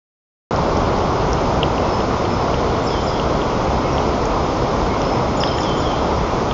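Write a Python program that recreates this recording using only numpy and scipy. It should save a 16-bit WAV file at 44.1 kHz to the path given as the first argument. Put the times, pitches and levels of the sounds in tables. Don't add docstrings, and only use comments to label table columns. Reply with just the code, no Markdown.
import sys
import numpy as np
from scipy import signal
from scipy.fft import rfft, irfft
from scipy.io import wavfile

SR = 44100
rng = np.random.default_rng(int(sys.argv[2]) if len(sys.argv) > 2 else 0)


def unload_wav(signal):
    wavfile.write(
        sys.argv[1],
        SR,
        np.round(np.clip(np.atleast_2d(signal).T, -1, 1) * 32767).astype(np.int16),
    )


N = 287973
T = np.arange(N) / SR
START_S = 0.5085


def undb(db):
    return 10 ** (np.asarray(db) / 20)


def level(x, db):
    return x * undb(db) / np.sqrt(np.mean(x ** 2))


def add(out, s, x):
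    i = int(s * SR)
    out[i:i + len(x)] += x[:max(N - i, 0)]


def walk(rate_hz):
    hz = np.fft.rfftfreq(N, 1 / SR)
    return level(irfft(rfft(rng.standard_normal(N)) * np.exp(-(hz / rate_hz) ** 2), N), 0)


def flickering_noise(points, flicker_db, flicker_hz, band_count=12):
    octave = np.log2(np.maximum(np.fft.rfftfreq(N, 1 / SR), 1))
    hz, db = np.transpose(points)
    edges = np.log2(hz)
    spectrum = rfft(rng.standard_normal(N)) * undb(np.interp(octave, edges, db))
    spectrum *= np.minimum(2 ** (octave - edges[0]), 1)
    centres = np.linspace(edges[0], edges[-1], band_count)
    bands = (irfft(spectrum * np.interp(octave, centres, share), N) for share in np.eye(band_count))
    return sum(band * undb(flicker_db * walk(flicker_hz)) for band in bands)


def echoes(x, delay_s, t60_s, db):
    tail = rng.standard_normal(SR) * np.exp(-np.log(1000) * T[:SR] / t60_s)
    cloud = signal.fftconvolve(x, tail / np.linalg.norm(tail))
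    return undb(db) * np.pad(cloud, (int(delay_s * SR), 0))[:N]


def wind(steady_db=-18.1, gust_db=2.0, gust_decay_s=0.75):
    # f/Hz, relative density/dB
    roar_spectrum = [(20, -6.5), (40, 2.5), (62, 4), (95, 1.5), (130, 1.5), (220, 0), (450, 1),
                     (700, -1.46), (1000, -2.5), (1280, -7.5), (1450, -12), (1650, -23.5), (2000, -28),
                     (3500, -65.5)]
    roar = level(flickering_noise(roar_spectrum, flicker_db=0.5, flicker_hz=20), steady_db)
    strength_db = gust_db * np.exp(-np.maximum(T - START_S, 0) / gust_decay_s)
    return roar * undb(strength_db + 0.18 * walk(7.2))


def rumble(octave_db=-37, swell_db=0.2):
    # t/s, f/Hz, level/dB
    drone = [(0.5, 60.18, -36), (3.1, 61.75, -34.5), (3.8, 66.2, -32), (4.3, 70.86, -31), (5.0, 63.03, -40),
             (5.8, 72, -28), (6.5, 68.1, -36.5)]
    times, *columns = np.transpose(drone)
    hz, low_db = (np.interp(T, times, column) for column in columns)
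    phase = 2 * np.pi * np.cumsum(hz) / SR
    low, octave = (walk(5.6) * np.sin(k * phase) + walk(7) * np.cos(k * phase) for k in (1, 2))
    return (level(low, low_db) + level(octave, octave_db)) * undb(swell_db * walk(1))


def microphone_noise(hiss_db=-33, whine_hz=5110, whine_db=-48.5):
    # f/Hz, relative density/dB
    hiss_spectrum = [(900, 4), (1750, 0.5), (2150, 4), (2500, .5), (2800, 0), (3150, 0.5), (3450, 0),
                     (3850, -2.5), (4500, -3), (5250, -3), (5800, -4.5), (6500, -7), (7200, -12.5),
                     (7700, -23)]
    hiss = flickering_noise(hiss_spectrum, flicker_db=0.88, flicker_hz=18)
    hz = whine_hz + 7 * walk(20)
    whine = np.sin(2 * np.pi * np.cumsum(hz) / SR) * undb(walk(9))
    return level(hiss, hiss_db) + level(whine, whine_db)


def tick(hz, low_db=-15, low_ratio=0.57, cycles_to_peak=3.6):
    cycles = hz * T[:SR // 50]
    age = cycles / cycles_to_peak
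    ring = np.sin(2 * np.pi * cycles) + undb(low_db) * np.sin(2 * np.pi * low_ratio * cycles)
    return (age * np.exp(1 - age)) ** 4 * ring


def twigs(faint_db=-33, spread_db=1.75, faint_count=30):
    # t/s, ring f/Hz, ring peak level/dB, lower mode level/dB relative to the ring
    ticks = [(0.561, 5200, -20, -21), (0.77, 5700, -21, -20), (1.331, 5640, -14, -18),
             (1.6306, 3040, -4.5, -25), (1.78, 2920, -18.5, -15), (2.0032, 3020, -23, -13),
             (2.2515, 3100, -22, -10), (2.5416, 3020, -17, -20), (3.1974, 2980, -15.5, -15),
             (3.417, 3200, -19, -9), (3.9814, 3130, -15, -22), (4.2546, 6200, -21, -14),
             (5.017, 5500, -20, 0), (5.4358, 3130, -8, -5), (5.4743, 3700, -18, -15),
             (5.5839, 3120, -16.5, -2), (5.6328, 5900, -20.5, -5), (6.5108, 3220, -15, -15)]
    out = np.zeros(N)
    for s, hz, db, low_db in ticks:
        add(out, s, undb(db) * tick(hz, low_db))
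    for when, pitch, size in rng.random((faint_count, 3)):
        db = faint_db - spread_db * np.log(1 - size)
        add(out, when * T[-1], undb(db) * tick(3000 + 3500 * pitch))
    return out + echoes(out, delay_s=0, t60_s=0.033, db=-7)


def bird_notes():
    # t/s, lead-in f/Hz, relative chirp level/dB, relative slur level/dB
    syllables = [(2.832, 7240, -23, -32), (3.033, 7070, -25.5, -39.5), (5.367, 7000, -21, -33),
                 (5.568, 6940, -24, -29), (5.766, 6950, -29.5, -31)]
    far_whistles = {"thin": (0.12, 5290, 5175), "sigh": (0.085, 2680, 2530), "pipe": (0.06, 2135, 2190),
                    "slide": (0.055, 5900, 5150)}
    # t/s, kind, relative level/dB
    far_calls = [(1.819, "sigh", -40.5), (1.872, "thin", -38), (2.261, "thin", -38), (3.812, "pipe", -38),
                 (3.82, "sigh", -40), (3.918, "slide", -38), (4.89, "pipe", -40), (5.033, "thin", -37),
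                 (5.41, "thin", -33)]
    for s, lead_hz, chirp_db, slur_db in syllables:
        yield s, 0.027, lead_hz, lead_hz - 40, -37
        yield s + 0.035, 0.022, 5690, 4830, chirp_db
        yield s + 0.06, 0.085, 3570, 3050, slur_db
    for s, kind, db in far_calls:
        yield s, *far_whistles[kind], db


def birds(bend=1.408, flutter_db=2.5, gain_db=-2.0):
    # delay/s, time to fall 60 dB/s, level/dB
    near_trunks = (0.012, 0.33, 0)
    far_forest = (0.05, 1.4, 1)
    whistles = np.zeros(N)
    waver = 1 + 0.007 * walk(260)
    for s, length_s, start_hz, end_hz, db in bird_notes():
        progress = np.linspace(0, 1, int(length_s * SR))
        hz = end_hz + (start_hz - end_hz) * (1 - progress) ** bend
        hz *= waver[int(s * SR):][:len(hz)]
        envelope = np.sqrt(np.abs(np.sin(np.pi * progress)))
        add(whistles, s, undb(db) * envelope * np.sin(2 * np.pi * np.cumsum(hz) / SR))
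    calls = whistles * undb(gain_db + flutter_db * walk(70))
    dulled = signal.sosfilt(signal.butter(3, 3800, fs=SR, output="sos"), calls)
    return calls + echoes(calls, *near_trunks) + echoes(dulled, *far_forest)


def scene():
    return (wind() + rumble() + twigs() + birds() + microphone_noise())[None]


def record(dry, rolloff_hz=7100, top_hz=7750):
    gated = dry * (T >= START_S)
    softened = signal.sosfilt(signal.butter(14, rolloff_hz, fs=SR, output="sos"), gated)
    return signal.sosfilt(signal.ellip(10, 0.2, 80, top_hz, fs=SR, output="sos"), softened)


dry = scene()
out = record(dry)
unload_wav(out)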